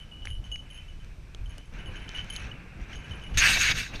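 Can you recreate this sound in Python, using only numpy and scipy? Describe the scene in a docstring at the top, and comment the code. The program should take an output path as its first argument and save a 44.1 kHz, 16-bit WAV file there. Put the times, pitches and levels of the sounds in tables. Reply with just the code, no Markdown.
"""A windy hillside, a hawk balancing on a falconer's glove right beside a body-worn camera's microphone.
Gusts rumble on the microphone and the grass hisses. Close in, feathers swish, the leash fittings tick
and the hawk's small metal bell jingles as it flaps, a loose pellet striking the shell.
Near the end something scrapes hard over the camera's plastic case, which rasps with its own resonances."""
import sys
import numpy as np
from scipy import signal
from scipy.fft import rfft, irfft, next_fast_len
from scipy.io import wavfile
from scipy.ndimage import uniform_filter1d, map_coordinates

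SR = 44100
rng = np.random.default_rng(int(sys.argv[2]) if len(sys.argv) > 2 else 0)


def wav_record(signal):
    """Record a signal, one row per channel, as 16-bit PCM in the file named by sys.argv[1]."""
    frames = np.transpose(np.atleast_2d(signal))
    bounded = np.clip(frames, -1, 1)
    # unit amplitude maps onto the largest positive 16-bit level
    quanta = np.round(bounded * 32767).astype(np.int16)
    wavfile.write(sys.argv[1], SR, quanta)


N = 176400
TIME = np.arange(N) / SR


def amp(db):
    """Decibels to gain."""
    return 10 ** (np.asarray(db) / 20)


def unit(x):
    """Scale to rms 1."""
    return x / np.sqrt(np.mean(x ** 2) + 1e-20)


def curve(rows):
    """One value per sample from (t/s, value) rows."""
    return np.interp(TIME, *np.transpose(rows))


def noise(length=N):
    """White noise."""
    return rng.standard_normal(length)


def wobble(rate):
    """A smooth random curve, rate knots a second."""
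    return map_coordinates(noise(int(N * rate / SR) + 4), [TIME * rate])


def coloured(x, points, rings=()):
    """x through a causal filter of (f/Hz, level/dB) points plus narrow resonances, at rms 1."""
    size = 2 * next_fast_len(N // 2 + 8192)
    hz = np.fft.rfftfreq(size, 1 / SR)
    point_hz, point_db = np.transpose(points)
    level = np.interp(np.log(hz + 1), np.log(point_hz + 1), point_db)
    for centre, width, lift in rings:
        level += lift / (1 + (2 * (hz - centre) / width) ** 2)
    cepstrum = irfft(np.log(amp(level)), size)
    cepstrum[1:size // 2] *= 2  # folded for minimum phase
    cepstrum[size // 2 + 1:] = 0
    return unit(irfft(rfft(x, size) * np.exp(rfft(cepstrum)), size)[:N])


def steady(x, span_s):
    """Noise with its slow chance swells evened out."""
    return x / np.sqrt(np.abs(uniform_filter1d(x ** 2, int(span_s * SR))) + 1e-6)


def patchy(x, depth_db):
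    """Random gain patches a few hundred Hz wide and some tens of ms long."""
    spectra = signal.stft(x, nperseg=256)[2]
    patches = uniform_filter1d(noise(spectra.shape), size=3, axis=0)
    patches = uniform_filter1d(patches, size=9, axis=1)
    return unit(signal.istft(spectra * amp(depth_db * unit(patches)), nperseg=256)[1][:N])


def swell(peak_s, width_s):
    """A Gaussian rise and fall."""
    return np.exp(-.5 * ((TIME - peak_s) / width_s) ** 2)


def add(track, s, sound):
    """Mix a sound into a track at time s."""
    i = max(round(s * SR), 0)
    track[i:i + len(sound)] += sound[:max(N - i, 0)]


# Wind on the microphone, deep rumble and the buffeting above it: t/s, relative level/dB
RUMBLE_LEVEL = [(0.0, -43), (0.13, -50), (0.33, -31), (0.37, -38), (0.4, -28), (0.43, -46), (0.51, -37),
                (0.65, -47), (0.97, -39.5), (1.34, -45), (1.43, -33), (1.66, -49), (1.75, -36.5),
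                (1.87, -43.5), (1.88, -37), (2.15, -45.5), (2.21, -35.5), (2.28, -43), (2.44, -40),
                (2.47, -38.5), (2.53, -46), (2.71, -47), (2.83, -43), (2.85, -49), (3.01, -36.5),
                (3.03, -55), (3.13, -34.5), (3.16, -44), (3.3, -41.5), (3.36, -22), (3.43, -33.5),
                (3.66, -36), (3.77, -35), (3.89, -47), (3.94, -36.5), (4.0, -39)]
BUFFET_LEVEL = [(0.0, -53.5), (0.51, -53), (0.76, -55.5), (1.3, -54), (1.32, -55.5), (1.46, -52),
                (1.7, -54.5), (1.75, -48.5), (1.93, -46.5), (2.03, -51.5), (2.26, -47), (2.29, -52.5),
                (2.44, -46), (2.73, -52), (2.8, -43.5), (2.84, -48.5), (3.09, -48), (3.11, -44.5),
                (3.26, -48), (3.36, -41.5), (3.58, -42.5), (3.68, -49.5), (3.7, -37), (3.89, -50),
                (3.95, -43.5), (4.0, -46)]
# Spectra of both, and of the grass on the hillside: f/Hz, level/dB
RUMBLE_SPECTRUM = [(10, -8), (25, 0), (42, -0.5), (65, -7), (100, -11), (160, -32), (400, -71.5)]
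BUFFET_SPECTRUM = [(45, -27.5), (80, -3.5), (140, 0), (220, -8.5), (400, -15.5), (800, -21.5),
                   (1300, -23.5), (3000, -60)]
GRASS_SPECTRUM = [(1500, -30), (3000, 2.5), (3900, 0), (4900, -2.5), (5900, -0.5), (6600, -6.5), (7500, -7),
                  (8700, -8), (11000, -15), (13000, -15), (15000, -34)]
# Puffs straight onto the microphone: centre t/s, level/dB, f/Hz, width/s
MIC_PUFFS = [(1.44, -30.5, 41.6, 0.0085), (2.472, -31.5, 60, .015), (2.823, -30.5, 42, .012),
             (3.352, -22, 55, 0.015)]


def wind():
    """Gusts rumble and flutter on the microphone, with a few single puffs; the grass hisses behind."""
    rumble = steady(coloured(noise(), RUMBLE_SPECTRUM), span_s=0.094) * amp(curve(RUMBLE_LEVEL) - .5)
    buffet = steady(coloured(noise(), BUFFET_SPECTRUM), span_s=.07)
    buffet *= amp(curve(BUFFET_LEVEL) + 0.5 + 1.5 * wobble(22.64))
    puffs = sum(amp(db) * swell(s, width) * np.sin(2 * np.pi * hz * (TIME - s))
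                for s, db, hz, width in MIC_PUFFS)
    grass = coloured(noise(), GRASS_SPECTRUM) * amp(-67)
    return rumble + buffet + puffs + grass


# Air over the case, one list before and one after the wings come close: t/s, relative level/dB
AIR_LEVELS = [
    [(0.0, -60), (0.498, -70.5), (0.688, -60), (0.856, -70), (1.03, -64.5), (1.618, -62), (1.72, -66)],
    [(1.75, -53), (1.798, -51.5), (1.916, -52), (2.084, -51.5), (2.304, -54.5), (2.602, -53.5),
     (2.858, -57.5), (3.012, -51.5), (3.33, -56.5)],
]
# Wing strokes and feather brushes at close range: peak t/s, relative level/dB, rise/s, fall/s
WING_STROKES = [(.29, -63, .03, 0.022), (.47, -66, 0.021, 0.041), (.77, -70, 0.051, 0.17),
                (1.04, -70, 0.012, 0.014), (1.52, -66.5, 0.024, 0.076), (1.755, -59.5, 0.018, 0.043),
                (1.96, -59.5, 0.04, 0.065), (2.18, -53, 0.051, 0.026), (2.33, -58, 0.085, .04),
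                (2.44, -53.5, 0.045, 0.041), (2.83, -61.5, .03, 0.016), (2.925, -56, 0.028, 0.039),
                (3.10, -60.5, 0.055, 0.076), (3.26, -65, 0.048, 0.1)]
# One soft sweep of a wing past the case: peak t/s, level/dB, width/s
WING_SWEEP = (.79, -57, 0.061)
# Spectra of the air, the feathers and the sweep: f/Hz, level/dB
AIR_SPECTRUM = [(200, -5.5), (500, -8.5), (800, -6), (1000, -7), (1280, -3.5), (1570, 4), (1900, -1.5),
                (2350, 3.5), (2700, 3), (3100, -13), (4000, -16.5), (8000, -50)]
SWISH_SPECTRUM = [(1500, -25), (3000, 7.5), (3900, 1.5), (4900, -3), (5900, 2), (6600, -3), (7500, -14.5),
                  (8700, -15), (11000, -28), (15000, -27.5)]
SWEEP_SPECTRUM = [(1200, -21), (1900, -8), (2400, -1), (2750, 3), (3200, -20), (5000, -35)]


def wings():
    """Air rushes over the case; each wing stroke swells it and adds a fine-grained swish of feathers."""
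    strokes = sum(amp(db) * swell(s, np.where(TIME < s, rise, fall))
                  for s, db, rise, fall in WING_STROKES)
    stirred = amp(curve(np.vstack(AIR_LEVELS)) + 1.5 + wobble(24.5))
    air = coloured(patchy(noise(), depth_db=1.35), AIR_SPECTRUM) * np.hypot(stirred, amp(8) * strokes)
    feathers = patchy(noise() * amp(3 * wobble(610)), depth_db=1.5)
    swish = coloured(feathers, SWISH_SPECTRUM) * strokes * amp(wobble(39.63))
    s, db, width = WING_SWEEP
    sweep = coloured(noise(), SWEEP_SPECTRUM) * amp(db) * swell(s, width)
    return air + swish + sweep


# Ticks at the glove: t/s, body f/Hz, then relative level/dB of body, lower two crack bands, top band
LEASH_TICKS = [(0.2532, 1650, -35.5, -52, -64), (0.2552, 1850, -44, -37.5, -55),
               (0.2721, 2200, -25, -58, -64), (0.5586, 2390, -30.5, -42.5, -58),
               (1.046, 2300, -44, -50, -54), (1.3477, 3170, -34.5, -41.5, -74),
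               (1.5818, 4500, -60, -46, -46), (2.0916, 3970, -35, -38, -61), (2.245, 4500, -49, -44, -63),
               (2.3455, 5500, -45, -52, -54), (2.3515, 6000, -50, -49, -47), (2.363, 3980, -23, -37, -31.5)]
# The crack's three bands, low to high: f/Hz, width/Hz, relative level/dB, t60/s
CRACK_BANDS = [(1700, 3800, 1, 0.0098), (5000, 4000, 2.5, 0.0059), (8800, 3500, 0.5, 0.0046)]


def ticks():
    """Leash fittings and talons make hard contacts: a few cycles of ring and a crack of milliseconds."""
    out, t = np.zeros(N), np.arange(SR // 20) / SR
    hz = np.fft.rfftfreq(len(t), 1 / SR)
    attack = 1 - np.exp(-t / 0.00038)
    ring_cycles = 8.3  # to fall 60 dB
    for s, body_hz, body_db, lower_db, top_db in LEASH_TICKS:
        decay = amp(body_db + 11.5 - 60 * t * body_hz / ring_cycles)
        add(out, s, attack * decay * np.sin(2 * np.pi * body_hz * t))
        for level, (centre, width, db, t60) in zip([lower_db, lower_db, top_db], CRACK_BANDS):
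            band = (1 + (2 * (hz - centre) / width) ** 4) ** -.5
            crack = unit(irfft(rfft(noise(len(t))) * band, len(t)))
            add(out, s, attack * crack * amp(level + db + 4 - 60 * t / t60))
    return out


# Coarseness of the rub on the case: t/s, share of power in distinct slips (0-1)
SLIP_SHARE = [(3.37, 0.74), (3.405, 0.5), (3.425, 0.6), (3.485, 0.9), (3.51, 0.1), (3.58, 0), (3.72, 0.04),
              (4, 0.33)]


def friction():
    """Contact force: dense fine grains, with distinct uneven slips where the pressure is high."""
    gap_draws, size_draws = noise((4000, 2)).T
    gaps_s = np.exp(.45 * gap_draws) / 380
    at = (np.cumsum(gaps_s) * SR).astype(int)
    slips = np.bincount(at[at < N], amp(-0.5 * size_draws)[at < N], N)
    grains = noise() * amp(wobble(1800))
    share = curve(SLIP_SHARE)
    return np.sqrt(share) * unit(slips - slips.mean()) + np.sqrt(1 - share) * unit(grains)


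# On the case itself, a light touch, then the scrape's five bands, low to high: t/s, relative level/dB
TOUCH_LEVEL = [(3.325, -85.5), (3.345, -48), (3.358, -47), (3.372, -45), (3.385, -80)]
GRIND_LEVEL = [(3.378, -50.5), (3.498, -39), (3.526, -53), (3.578, -36), (3.592, -56), (3.724, -46),
               (3.728, -65), (3.916, -61), (4.0, -69)]
RASP_LEVEL = [(3.378, -25), (3.386, -22.5), (3.398, -30.5), (3.414, -20.5), (3.476, -19), (3.5, -24),
              (3.578, -27.5), (3.588, -34), (3.61, -26), (3.722, -25), (3.734, -42), (3.788, -30),
              (3.928, -54.5), (3.944, -39), (3.986, -56.5), (4.0, -41)]
GRIT_LEVEL = [(3.378, -26.5), (3.546, -29), (3.572, -31), (3.69, -32), (3.718, -26.5), (3.732, -46),
              (3.754, -42), (3.782, -33.5), (3.932, -58), (3.96, -43), (3.98, -57), (4.0, -49)]
HISS_LEVEL = [(3.378, -24), (3.384, -19.5), (3.44, -44), (3.448, -33), (3.558, -30.5), (3.566, -41),
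              (3.616, -31), (3.716, -33), (3.734, -49), (3.764, -41), (3.808, -37.5), (3.826, -52),
              (3.876, -50), (3.928, -73), (3.94, -55), (4.0, -65)]
FIZZ_LEVEL = [(3.378, -34.5), (3.384, -32), (3.398, -40), (3.48, -33), (3.534, -34), (3.57, -44),
              (3.614, -36.5), (3.72, -47.5), (3.736, -57), (3.788, -42), (3.928, -74), (3.944, -62),
              (3.99, -68), (4.0, -63)]
# Spectra of the five bands: f/Hz, level/dB
GRIND_SPECTRUM = [(60, 1), (110, 2), (250, -0.5), (450, -12), (700, 3.5), (1000, -1), (1400, -2.5),
                  (2500, -53)]
RASP_SPECTRUM = [(200, -25), (450, -40), (750, -31.5), (1000, -17), (1280, -10), (1560, 1.5), (1950, -2),
                 (2350, 1), (2720, 1.5), (3250, -6), (3900, -18), (4700, -14), (8000, -40)]
GRIT_SPECTRUM = [(2300, -30.5), (3200, -3.5), (3550, 2.5), (3900, -0.5), (4280, -4.5), (4700, -4),
                 (5200, -9), (5700, -5), (8000, -35.5)]
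HISS_SPECTRUM = [(3500, -51), (5400, -22), (6000, -5), (6250, 2), (6520, 4.5), (6900, -6), (7500, -32),
                 (10000, -41.5)]
FIZZ_SPECTRUM = [(3000, -11), (5000, 3.5), (7500, -1), (8500, 2), (9500, -6), (10900, -11.5), (12000, -11),
                 (13000, -5), (13600, -17), (15000, -25)]
# Resonances of the plastic around the microphone: f/Hz, width/Hz, lift/dB
CASE_RESONANCES = [(1580, 24, 2.5), (1836, 90, 1), (1814, 27, 0), (2240, 33, 5.5), (2650, 63, 4.5),
                   (2790, 46, 1), (2950, 30, 2), (3800, 40, 9)]


def scrape():
    """Handling noise: a light touch, then a sudden hard rub that drives the case's resonances."""
    start_s, attack_s = 3.3732, 0.00024
    gate = np.clip((TIME - start_s) / attack_s, 0, 1)
    force = steady(friction(), span_s=0.027)
    grind = coloured(.5 * force + noise(), GRIND_SPECTRUM)
    # The colour shifts in patches as the contact moves.
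    rasp = coloured(patchy(force, depth_db=1.5), RASP_SPECTRUM, CASE_RESONANCES)
    grit = coloured(patchy(1.1 * force + noise(), depth_db=3), GRIT_SPECTRUM, CASE_RESONANCES)
    hiss = coloured(patchy(.4 * force + noise(), depth_db=3), HISS_SPECTRUM)
    fizz = coloured(patchy(.5 * force + noise(), depth_db=3), FIZZ_SPECTRUM)
    rub = (grind * amp(curve(GRIND_LEVEL) + 1)
           + rasp * amp(curve(RASP_LEVEL) + 0.8)
           + grit * amp(curve(GRIT_LEVEL) - 0.3)
           + hiss * amp(curve(HISS_LEVEL) - 1.7)
           + fizz * amp(curve(FIZZ_LEVEL) + 1))
    touch = coloured(noise(), RASP_SPECTRUM) + amp(-4) * coloured(noise(), SWISH_SPECTRUM)
    return gate * rub + touch * amp(curve(TOUCH_LEVEL))


def shell_ring(modes, t, hold, scatter_db, detune_hz):
    """The rolling pellet briefly drives the modes and pulls their pitch; hold scales roll and decay."""
    roll_s, wander_hz = 0.013 * hold, 23.7
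    decay_time = np.maximum(t - roll_s, 0) / hold
    knots = np.linspace(0, t[-1], num=40)
    pull_cycles = np.cumsum(np.interp(t, knots, wander_hz * noise(len(knots)))) / SR
    out = np.zeros(len(t))
    for hz, db, t60 in modes:
        envelope = amp(db + scatter_db * rng.normal() - 60 * decay_time / t60)
        cycles = (hz + detune_hz * rng.normal()) * t + pull_cycles
        out += envelope * np.sin(2 * np.pi * cycles)
    return out


# Modes of the bell's shell, a close low pair first: f/Hz, relative level/dB, t60/s before damping
LOW_MODES = [(2949, -0.5, 0.16), (3041, -2.5, 0.18)]
MID_MODES = [(6452, 0, 0.082), (6560, -11, 0.082)]
HIGH_MODES = [(10320, -0.5, 0.16), (10420, -6, 0.1), (10820, -8.5, .14), (13500, -22, .05)]
# Leg and glove muffle the shell: t/s, ring time factor
GLOVE_DAMPING = [(0, 1.42), (.8, 1), (1.5, 1.14), (2.2, 0.86), (2.52, 0.45), (2.95, 0.66), (3.3, 0.67)]
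# Pellet strikes, right by the microphone: t/s, then relative level/dB of the contact tick,
# first low mode, second low mode, middle modes and high modes, then ring time factor
PELLET_STRIKES = [(0.0004, -28, -44.5, -45, -74, -72, 0.68), (0.0265, -47, -71, -60, -80, -77, 0.32),
                  (0.114, -45, -47.5, -53.5, -84, -73, 1), (0.1644, -51, -52, -64, -81, -86, 1),
                  (0.2208, -46.5, -43, -48, -76, -84, 0.77), (0.25, -44, -50.5, -54, -62, -63, 0.66),
                  (0.2771, -43, -48, -48, -67, -59, 1), (0.3035, -27, -39.5, -46, -67, -60, 0.95),
                  (0.4408, -35, -51, -49, -66, -69, 1), (0.5162, -24, -32.5, -48, -49, -57, 0.9),
                  (0.5781, -40, -46, -49, -60.5, -67, 0.96), (0.7022, -37, -52, -44, -59, -56, 0.63),
                  (0.7445, -47.5, -54, -49, -62, -59.5, 0.96), (0.7765, -34, -57, -51, -63, -77, 0.9),
                  (0.8818, -50, -50, -62, -71, -74, 1), (1.0, -52, -69, -52, -68, -77, 0.56),
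                  (1.459, -48, -59, -48.5, -66, -67, 0.3), (1.494, -52, -52, -52, -58.5, -66, 0.84),
                  (1.579, -53, -58, -50, -71, -71, 1), (1.6554, -56, -70.5, -66, -68, -69, 0.7),
                  (1.7898, -48, -51, -52, -66, -68, 1), (1.8585, -43, -47, -52, -60, -64, 0.96),
                  (1.958, -46, -48, -44, -59, -60, 0.81), (2.012, -46, -56.5, -53, -68, -65, 1),
                  (2.079, -45, -55, -43.5, -74, -76, 1), (2.1484, -30, -42, -50, -54, -57, 0.85),
                  (2.184, -39, -37, -31, -49.5, -73.5, 0.62), (2.3002, -18, -51, -36, -51, -45, 0.59),
                  (2.3247, -37, -48, -38, -47, -47.5, 1), (2.357, -37, -40, -43, -45.5, -73, 0.96),
                  (2.5144, -44, -40.5, -59, -71, -78, 0.58), (2.9311, -49, -41, -44, -63, -70, 0.45),
                  (2.9565, -37, -44, -41, -48.5, -62.5, 1), (3.0425, -63, -49, -60.5, -66, -67, 1),
                  (3.11, -42, -60.5, -40.5, -63, -63, 0.79), (3.1346, -44.5, -51, -45, -73, -76, 0.68),
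                  (3.1511, -44, -56, -59, -75.5, -65, 0.9), (3.216, -43, -52, -47, -63, -77, 0.9),
                  (3.2378, -43, -43, -58.5, -62, -60, 0.67), (3.266, -44, -43.5, -65, -71, -69, 1),
                  (3.2965, -49, -58, -57, -66, -63, 0.9), (3.3417, -42, -42, -54, -51, -67.5, 0.58)]


def bell():
    """The loose pellet strikes the shell, rebounds lightly three times and chatters against it."""
    out, t = np.zeros(N), np.arange(SR // 5) / SR
    attack = 1 - np.exp(-t / 0.00048)
    flight_s, chatter_db = 0.025, 2
    for s, tick_db, first_db, second_db, mid_db, high_db, ring_factor in PELLET_STRIKES:
        hold = ring_factor * np.interp(s, *np.transpose(GLOVE_DAMPING))
        for rebound in range(4):
            first = shell_ring(LOW_MODES[:1], t, hold, scatter_db=2.5, detune_hz=8.6)
            second = shell_ring(LOW_MODES[1:], t, hold, scatter_db=4.1, detune_hz=8.5)
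            mid = shell_ring(MID_MODES, t, hold, scatter_db=2.5, detune_hz=31)
            high = shell_ring(HIGH_MODES, t, hold, scatter_db=2.5, detune_hz=23.4)
            low = amp(first_db) * first + amp(second_db) * second
            upper = amp(mid_db) * mid + amp(high_db) * high
            shell = amp(0.5) * low + amp(2 if rebound else -1) * upper  # rebounds are brighter
            tick = unit(uniform_filter1d(noise(len(t)), size=3)) * amp(tick_db - 20 - 60 * t / 0.0042)
            strength = amp(-13 - 3.8 * (rebound - 1)) if rebound else 1
            add(out, s, (attack * shell + tick) * strength)
            s += flight_s * rng.uniform(.5, 1.5)
    return out * amp(chatter_db * wobble(240))  # the rolling pellet roughens the ring


def scene():
    """One microphone in the open air, everything close by, no echo."""
    return (bell() + ticks() + wind() + wings() + scrape())[None]


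def record(dry):
    """The camera keeps nothing above its band limit."""
    size, top_hz = next_fast_len(N + SR // 2), 15280
    passband = np.fft.rfftfreq(size, 1 / SR) < top_hz
    return irfft(rfft(dry, size) * passband, size)[..., :N]


dry = scene()
out = record(dry)
wav_record(out)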